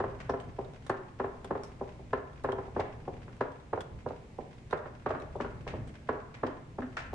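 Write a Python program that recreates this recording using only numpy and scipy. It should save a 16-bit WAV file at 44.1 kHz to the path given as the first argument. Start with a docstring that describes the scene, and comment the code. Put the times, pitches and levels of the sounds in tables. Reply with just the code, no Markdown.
"""Four unlike wooden cogs knock home and bounce on each turn of a mill shaft, about three a second
and slowing, heard on a walk round it. Each blow sends bending waves down the timbers and rings the
gear wheel; slack timbers knock out of step. Underneath, the drive rumbles through the floor in a
steady wash of mill noise. The dry wood scrapes, crackles and ticks, the timber loft rings briefly,
and gain control ducks the mix after hard knocks."""
import sys
import numpy as np
from scipy import signal
from scipy.fft import rfft, irfft, next_fast_len
from scipy.io import wavfile
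from scipy.ndimage import uniform_filter1d

SR = 44100
rng = np.random.default_rng(int(sys.argv[2]) if len(sys.argv) > 2 else 0)


def unload_audio(sound):
    """Save the sound as a 16-bit wav file, at the path given as the first command line argument."""
    columns = np.transpose(np.atleast_2d(sound))
    # keep every value between -1 and 1, then stretch to whole-number steps
    steps = np.round(np.clip(columns, -1, 1) * 32767)
    wavfile.write(sys.argv[1], SR, steps.astype(np.int16))


N = 314874

# The cogs in striking order. Event levels in all tables come before their layer's trim.
# (lateness [s], level [dB], change per turn [dB], treble [dB], bass [dB], bounce [dB])
COG_VOICES = [(-.004, -21.5, 0.4, -20, -16, -2), (-.0022, -20.5, -1, -23, -12.5, -4.5),
              (-.0091, -24.5, -1, -31.5, -15.5, -24.5), (-.0005, -18, 0, -17, -17.5, -13.5)]
# How freely the cogs bounce, turn by turn: (bounce offset [dB])
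BOUNCE_SLACK = [1, -1, 1, -2.5, 1, -8]
# Slack timbers knocking out of step: (time [s], level [dB], treble [dB], bass [dB])
TIMBER_KNOCKS = [(1.446, -34.5, -25, -17), (1.993, -41.5, -35, -28), (2.528, -25.5, -26, -12),
                 (2.585, -27, -22, -17), (2.677, -38, -42, -19), (2.793, -20.5, -30.5, -21),
                 (3.28, -42, -12, -19), (4.858, -33, -18, -11), (5.149, -29, -18.5, -7.5),
                 (5.222, -35.5, -46, -16), (5.354, -30, -39, -42), (5.667, -32.5, -27.5, -34),
                 (6.821, -34, 6, 6.5), (6.971, -28.5, 3.5, -27)]
# Perspective along the walk: (time [s], pan left [dB], room send [dB], bass [dB], treble [dB])
WALK = [(3.3, 0.5, -6.5, 0, 0), (3.8, -2.5, -10, -7.5, -2.5), (4.4, -5, -6, -0.5, -4),
        (4.8, -4, -6, -8.5, 2), (5.4, 2.5, -6.5, 4.5, 5.5), (6.1, -2.5, -4, -1.5, 1),
        (7.0, 0, -8.5, 5.5, -3.5)]
# When the listener reaches each of three spots: (time [s])
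SPOT_ARRIVALS = [2.67, 5.12, 6.38]
# Routes of the bending wave along the timbers: (travel time at 1 kHz [s], level [dB])
TIMBER_ROUTES = [(.0015, -13), (.0048, 0), (.0078, -13), (.0115, -10)]
# Tone of the bending wave: (frequency [Hz], level [dB])
WAVE_EQ = [(40, -25), (100, 4), (190, -10.5), (320, -6), (385, 5.5), (600, 1), (1000, -2.5), (1300, -10.5),
           (1800, -16), (2300, -34.5), (4000, -42.5), (14000, -79)]
# Ring of the gear wheel: (frequency [Hz], t60 [s], level at spot 1 [dB], at spot 2 [dB], at spot 3 [dB])
WHEEL_MODES = [(249.3, 0.19, -29, -25, -17.5), (272.2, 0.23, -33.5, -37, -27), (390, 0.14, -13, -22.5, -32),
               (437.6, 0.17, -21, -13, -18), (504, 0.17, -24, -28, -24), (527, 0.075, -25, -24, -37),
               (613, 0.077, -20.5, -4, -21), (804, 0.12, -19, -33.5, -38), (1030.3, 0.06, -10, -14.5, -10),
               (1120, 0.084, -65, -12.5, -16), (1324, 0.079, -21, -37, -38), (1700, 0.054, -28, -27, -45),
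               (1793, 0.11, -39, -45, -27.5)]
# Tone of the waves scattered through the frame: (frequency [Hz], level [dB])
SCATTER_EQ = [(90, -14.5), (200, -29), (245, -13.5), (325, -4), (390, -3), (650, -6), (1100, -13),
              (1750, -16), (2300, -27), (4000, -41.5), (14000, -82.5)]
# Stereo image, narrow in the bass and wide on top: (frequency [Hz], left-right correlation [0-1])
STEREO_LIKENESS = [(60, 0.98), (250, 0.88), (500, 0.76), (900, 0.098), (1500, 0.094), (3000, 0.077),
                   (9000, 0.033)]
# Tone of the shaking floor: (frequency [Hz], level [dB])
RUMBLE_EQ = [(12, -33.5), (26, 0.5), (40, -6), (60, 2.5), (85, -1), (105, 0), (128, 3.5), (160, -3.5),
             (200, -11), (245, -7), (290, -14), (500, -18.5), (1500, -69)]
# Fader ride of the rumble as the load changes: (time [s], level [dB])
DRIVE_LOAD = [(0.0, -43.5), (0.99, -51), (3.12, -46), (3.64, -52), (4.06, -47.5), (4.26, -53), (5.69, -43),
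              (5.79, -38), (5.97, -50.5), (7.04, -48.5), (7.14, -43.5)]
# Swells where the shaft leans on its bearing: (time [s], level [dB])
BEARING_SURGES = [(.49, -42), (3.95, -41.5), (5.79, -47)]
# Tone of the background wash: (frequency [Hz], level [dB])
WASH_EQ = [(20, -8), (120, -2.5), (240, -1), (400, -10.5), (700, -13), (1000, -15.5), (1400, -22.5),
           (2100, -18), (3000, -24), (4500, -29), (7500, -32.5), (9400, -37), (10200, -43), (11800, -49),
           (12800, -67.5), (16000, -70)]
# Reverb decay of the loft: (frequency [Hz], t60 [s])
LOFT_DECAY = [(150, 0.34), (500, 0.56), (1400, 0.62), (2500, 0.45), (5000, 0.26), (10000, 0.23)]
# Featured scrapes, where the wood binds: (time [s], level [dB], pan left [dB], t60 [s])
SCRAPE_CUES = [(0.2019, -37, -2, 0.13), (2.798, -33, 0, 0.093), (3.4075, -46, -4, 0.15),
               (5.0889, -43.5, -10, 0.072), (5.22, -43, 0, 0.043), (5.408, -38.5, -3, 0.15),
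               (5.6763, -32, -2, 0.15), (5.9537, -44, -2, 0.048), (6.3421, -39.5, 0, 0.098),
               (6.4659, -36.5, -2.5, 0.056), (6.9681, -31, 3, 0.22)]
# Tone of wood rubbing on wood: (frequency [Hz], level [dB])
SCRAPE_EQ = [(200, -25.5), (600, 2), (1100, -0.5), (1650, 2), (2400, -1), (3300, -8), (4300, -13.5),
             (6000, -17), (8500, -25.5), (12000, -52.5)]
# Featured snaps of dry wood: (time [s], level [dB], top end [dB], pan left [dB], ring [Hz], t60 [s])
TICK_CUES = [(0.296, -32.5, -33.5, -1, 5550, 0.15), (0.401, -35.5, -27, -0.5, 3090, 0.13),
             (0.6434, -44.5, -32, -5, 3650, 0.08), (0.8654, -37.5, -23, -1.5, 3660, 0.097),
             (0.8953, -38, -16.5, 0, 4440, 0.096), (1.4451, -36, -22, 0, 3400, .08),
             (1.635, -35, -20.5, 0, 5450, 0.21), (2.4384, -40.5, -19, -0.5, 3820, 0.072),
             (2.5196, -29.5, -32, -6, 3200, .08), (3.807, -28.5, -23.5, 0, 3420, 0.052),
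             (4.709, -35, -28, -1, 3800, 0.12), (5.873, -45.5, -22.5, 0, 3120, 0.14)]
# Tone of a snap: (frequency [Hz], level [dB])
TICK_EQ = [(500, 8), (1500, 8), (2500, -3.5), (3400, -5.5), (4500, -7), (5800, -4), (8000, -6.5),
           (9300, -16.5), (10300, -20.5), (12000, -20.5), (14000, -46)]


def amp(db):
    return 10 ** (np.asarray(db) / 20)


def unit_rms(x):
    return x / np.sqrt(np.mean(x ** 2) + 1e-20)


def curve_at(points, hz):
    """A table's value at hz, on a log-frequency axis."""
    point_hz, value = np.transpose(points)
    return np.interp(np.log(hz + 1), np.log(point_hz + 1e-3), value)


def bin_hz(x):
    return np.fft.rfftfreq(x.shape[-1], 1 / SR)


def eq(x, points):
    """Minimum-phase EQ through points of (frequency [Hz], level [dB])."""
    size = next_fast_len(x.shape[-1] + 4096)
    log_gain = np.log(amp(curve_at(points, abs(np.fft.fftfreq(size, 1 / SR)))))
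    response = np.exp(np.conj(signal.hilbert(log_gain)))
    return np.fft.ifft(np.fft.fft(x, size) * response).real[..., :x.shape[-1]]


def narrow_bass(x):
    """Two unrelated channels become alike in the bass, as at two close microphones."""
    a, b = rfft(x)
    likeness = np.clip(curve_at(STEREO_LIKENESS, bin_hz(x)), -1, 1)
    mid, side = a * np.sqrt((1 + likeness) / 2), b * np.sqrt((1 - likeness) / 2)
    return irfft([mid + side, mid - side], x.shape[-1])


def stereo_noise(samples):
    return narrow_bass(rng.standard_normal((2, samples)))


def place(mix, s, sound, level_db, pan_db):
    """Drops a stereo sound in at time s, panned, with its loudest 5 ms set to level_db."""
    part = mix[:, max(round(s * SR), 0):][:, :sound.shape[1]]
    loudest = np.sqrt(uniform_filter1d((sound ** 2).mean(0), size=220).max())
    gain = amp(level_db + np.array([[pan_db], [-pan_db]]) / 2) / loudest
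    part += (gain * sound)[:, :part.shape[1]]


def perspective(s):
    """The walk at time s: (pan left [dB], room send [dB], bass [dB], treble [dB])."""
    walk_s, *columns = np.transpose(WALK)
    return [np.interp(s, walk_s, column) for column in columns]


def cog_strokes(starting_turn_s=1.18189, slowing_s=.02114):
    """The slowing wheel brings its cogs round in order: (time [s], turns made, rest of the cog's row)."""
    cogs = len(COG_VOICES)
    for k in range(int(N / SR / starting_turn_s * cogs)):
        turns = k / cogs
        late_s, *voice = COG_VOICES[k % cogs]
        s = starting_turn_s * turns + slowing_s * turns ** 2 + late_s
        if s < N / SR:
            yield s, turns, voice


def blows(uneven_db=.5, bounce_s=.0435, bounce_treble_db=-21, bounce_bass_db=-20):
    """Each cog strikes and bounces once, and the slack timbers join in: rows like TIMBER_KNOCKS."""
    for s, turns, (db, db_per_turn, treble_db, bass_db, bounce_db) in cog_strokes():
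        strike_db, rebound_db = db + db_per_turn * turns + uneven_db * rng.standard_normal(2)
        slack_db = BOUNCE_SLACK[int(turns) % len(BOUNCE_SLACK)]
        yield s, strike_db, treble_db, bass_db
        yield s + bounce_s, rebound_db + bounce_db + slack_db, bounce_treble_db, bounce_bass_db
    yield from TIMBER_KNOCKS


def dispersion(hz, travel_s):
    """Timber smears a bending wave: speed goes as the root of frequency, so treble arrives first."""
    return np.exp(-4j * np.pi * travel_s * np.sqrt(1000 * hz))


def bending_wave(t, wander=0.059, stereo_lag_s=.00008):
    """The attack of a knock: one blow arriving by several routes through the timbers."""
    hz, spectrum = bin_hz(t), 0
    for reflections, (travel_s, db) in enumerate(TIMBER_ROUTES):
        # travel times vary at random from blow to blow, so each knock has its own hollow colour
        stretch, side = rng.uniform(-1.085, 1, 2)
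        route = dispersion(hz, travel_s * (1 + wander * stretch))
        # each reflection flips the wave and comes from a random side
        stereo_lag = np.exp(2j * np.pi * hz * side * stereo_lag_s * np.array([[-1], [1]]))
        spectrum = spectrum + (-1) ** reflections * amp(db) * stereo_lag * route
    wave = irfft(amp(curve_at(WAVE_EQ, hz)) * spectrum, len(t))
    return wave / abs(wave).max()


def fade_in(t, rise_s):
    return 1 - np.exp(-(t / rise_s) ** 2)


def wheel_ring(t, spot_weights, skew_rad_per_khz=0.59):
    """The struck wheel rings in damped modes; high ones differ more in phase from left to right."""
    hz, t60, *spot_db = np.transpose(WHEEL_MODES)
    modes = amp(-60 * t / t60[:, None]) * np.exp(2j * np.pi * hz[:, None] * t)
    skew = skew_rad_per_khz * hz / 1000 * rng.standard_normal((2, len(hz)))
    strengths = amp(spot_weights @ spot_db) * np.exp(1j * skew)
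    return (strengths @ modes).real * fade_in(t, rise_s=0.0012)


def frame_scatter(t, spot_weights, spot_paths, t60=0.2, burst_s=0.01, burst_db=-1, variation=.45):
    """Waves scatter through the frame: a thick burst, then a short tail, changing with spot and blow."""
    echoes = np.tensordot(np.sqrt(spot_weights), spot_paths, 1)
    echoes += variation * rng.standard_normal((2, len(t)))
    decay = amp(-60 * t / t60) + amp(burst_db) * np.exp(-t / burst_s)
    return unit_rms(eq(narrow_bass(echoes), SCATTER_EQ)) * decay * fade_in(t, rise_s=0.0024)


def knocks(trim_db=-4.5, ring_db=1, scatter_db=-16, mid_db=-21, lead_s=.0028):
    """Each blow layers bending wave, wheel ring and frame scatter; returns direct sound and room send."""
    t = np.arange(12288) / SR
    spots = len(SPOT_ARRIVALS)
    spot_paths = rng.standard_normal((spots, 2, len(t)))
    fades = fade_in(t, rise_s=.001) * np.cos(np.pi / 2 * t / t[-1])
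    main_route = dispersion(bin_hz(t), TIMBER_ROUTES[1][0])
    direct, send = np.zeros((2, 2, N))
    for s, db, treble_db, bass_db in blows():
        pan_db, room_db, bass_lift_db, treble_lift_db = perspective(s)
        bass_db, treble_db = bass_db + bass_lift_db, treble_db + treble_lift_db
        spot_weights = np.array([np.interp(s, SPOT_ARRIVALS, row) for row in np.eye(spots)])
        ring = amp(ring_db) * wheel_ring(t, spot_weights)
        scatter = amp(scatter_db) * frame_scatter(t, spot_weights, spot_paths)
        # ring and scatter follow the main wave down the same timber
        body = irfft(rfft(ring + scatter) * main_route)
        knock = fades * (bending_wave(t) - body)
        # a hard contact is bright; a soft one keeps falling towards the top
        top_db = min(treble_db, 2 * treble_db - mid_db)
        knock = eq(knock, [(130, mid_db), (260, bass_db), (380, mid_db), (850, mid_db),
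                           (1400, treble_db), (2400, top_db)])
        place(direct, s - lead_s, knock, db + trim_db, pan_db)
        place(send, s, knock, db + room_db + trim_db, 0)
    return direct, send


def drive_rumble(trim_db=-0.5, steadiness=0.67, surge_s=0.032):
    """The low bed: the drive shakes the floor, swelling with the load and in a few short surges."""
    t = np.arange(N) / SR
    shake = unit_rms(eq(stereo_noise(N), RUMBLE_EQ))
    power = uniform_filter1d((shake ** 2).mean(0), size=4000) + 1e-6
    levelled = shake / power ** (steadiness / 2)
    load = amp(np.interp(t, *np.transpose(DRIVE_LOAD)) + trim_db)
    surges = sum(amp(db) * np.exp(-((t - s) / surge_s) ** 2) for s, db in BEARING_SURGES)
    return levelled * np.hypot(load, surges)


def mill_wash(level_db=-56):
    """Room tone: the steady, dark wash of the running mill."""
    return amp(level_db) * unit_rms(eq(stereo_noise(N), WASH_EQ))


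def loft_reverb(send, tails=4, build_s=.018, cycle_s=1.5):
    """Diffuse echoes build, then die band by band; tails crossfade as shaft and listener move."""
    out = 0
    for k in range(tails):
        hz, t, noise = signal.stft(stereo_noise(SR), SR, nperseg=256)
        envelope = amp(-60 * t / curve_at(LOFT_DECAY, hz)[:, None]) * (1 - np.exp(-t / build_s))
        tail = signal.istft(noise * envelope, SR, nperseg=256)[1]
        tail /= np.sqrt(np.mean(abs(rfft(tail)[:, 300:2000]) ** 2))  # unity gain in the mids
        crossfade = np.maximum(np.cos(2 * np.pi * (np.arange(N) / SR / cycle_s - k / tails)), 0)
        out = out + signal.fftconvolve(send * crossfade, tail, axes=1)[:, :N]
    return out


def grains(t, t60, spread_db):
    """Wood grit: a dying burst of tiny slips of uneven size."""
    size_db = spread_db * np.minimum(rng.exponential(1, len(t)), 4)
    return narrow_bass(rng.standard_normal((2, len(t))) * amp(size_db - 60 * t / t60))


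def cog_rubs(level_db=-49.5, db_per_turn=0.5, spread_db=2, within_s=.07, t60=0.082):
    """A light rub follows each stroke, stronger as the wheel drags: rows like SCRAPE_CUES."""
    for s, turns, _ in cog_strokes():
        start_s = s + within_s * rng.random()
        db = level_db + db_per_turn * turns + spread_db * rng.standard_normal()
        yield start_s, db, perspective(s)[0], t60


def scrapes(trim_db=-6, slips_per_s=260, slip_db=9, slip_s=0.00028):
    """A cog slides in quick uneven slips, each a spike in the grit."""
    t, out = np.arange(SR // 2) / SR, np.zeros((2, N))
    for s, db, pan_db, t60 in [*SCRAPE_CUES, *cog_rubs()]:
        triggers = rng.random(len(t)) < slips_per_s / SR
        slips = signal.lfilter([1], [1, -np.exp(-1 / (slip_s * SR))], triggers)
        rub = grains(t, t60, spread_db=2) * (1 + amp(slip_db) * slips)
        place(out, s, eq(rub, SCRAPE_EQ), db + trim_db, pan_db)
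    return out


def joint_crackle(per_s=12, level_db=-67, t60=0.092):
    """The loaded joints fidget in a faint random crackle."""
    t = np.arange(SR // 8) / SR
    triggers = rng.random(N) < per_s / SR
    clicks = triggers * amp(1.8 * np.minimum(rng.exponential(1, N), 3))
    crackle = signal.oaconvolve(clicks[None], grains(t, t60, spread_db=-2.0), axes=1)[:, :N]
    return amp(level_db) * unit_rms(eq(crackle, SCRAPE_EQ))


def small_ticks(level_db=-47, spread_db=3, top_db=-25, width_db=5, ring_hz=3600, t60=.08, count=12):
    """Faint snaps sprinkled at chance moments: rows like TICK_CUES."""
    for when, strength, side, pitch in rng.uniform(-1, 1, (count, 4)):
        s = (when + 1) / 2 * N / SR
        yield s, level_db + spread_db * strength, top_db, width_db * side, ring_hz * (1 + .15 * pitch), t60


def ticks(trim_db=-8, mid_db=-18, attack_db=3, attack_s=0.00067, ring_db=10, ring_q=18):
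    """Dry wood snaps, and the small piece rings briefly at its first two bending modes."""
    t, out = np.arange(SR // 4) / SR, np.zeros((2, N))
    attack = 1 + amp(attack_db) * np.exp(-t / attack_s)
    for s, db, top_db, pan_db, hz, t60 in [*TICK_CUES, *small_ticks()]:
        snap = eq(grains(t, t60, spread_db=7.5) * attack, TICK_EQ)
        modes = [signal.iirpeak(min(mode_hz, 9300), ring_q, SR) for mode_hz in (hz, 2.7 * hz)]
        ring = sum(signal.lfilter(*mode, snap) for mode in modes)
        tick = eq(snap + amp(ring_db) * ring, [(3800, mid_db), (7000, top_db)])
        place(out, s, tick, db + trim_db, pan_db)
    return out


def scene(tick_send_db=-8, scrape_send_db=-3):
    """Knocks, ticks and scrapes feed the loft; crackle, rumble and wash sit dry beneath them."""
    direct, knock_send = knocks()
    snaps, rubs = ticks(), scrapes()
    room = loft_reverb(knock_send + amp(tick_send_db) * snaps + amp(scrape_send_db) * rubs)
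    return direct + snaps + rubs + room + joint_crackle() + drive_rumble() + mill_wash()


def record(dry, threshold_db=-29, duck_db_per_db=.35, detector_fall_db_per_s=12, cutoff_hz=15200):
    """Gain control dips a little on hard knocks and recovers slowly; a steep low-pass trims the top."""
    smoother = np.ones(256) / 256
    power_db = 10 * np.log10(signal.lfilter(smoother, 1, (dry ** 2).mean(0)) + 1e-12)
    fall_db = np.arange(N) / SR * detector_fall_db_per_s
    held_db = np.maximum.accumulate(power_db + fall_db) - fall_db
    over_db = np.maximum(held_db - threshold_db, 0)
    ducked = dry / amp(duck_db_per_db * signal.lfilter(smoother, 1, over_db))
    low_pass = signal.firwin(511, cutoff_hz, window=("kaiser", 9), fs=SR)
    return signal.oaconvolve(ducked, low_pass[None], "same")


dry = scene()
out = record(dry)
unload_audio(out)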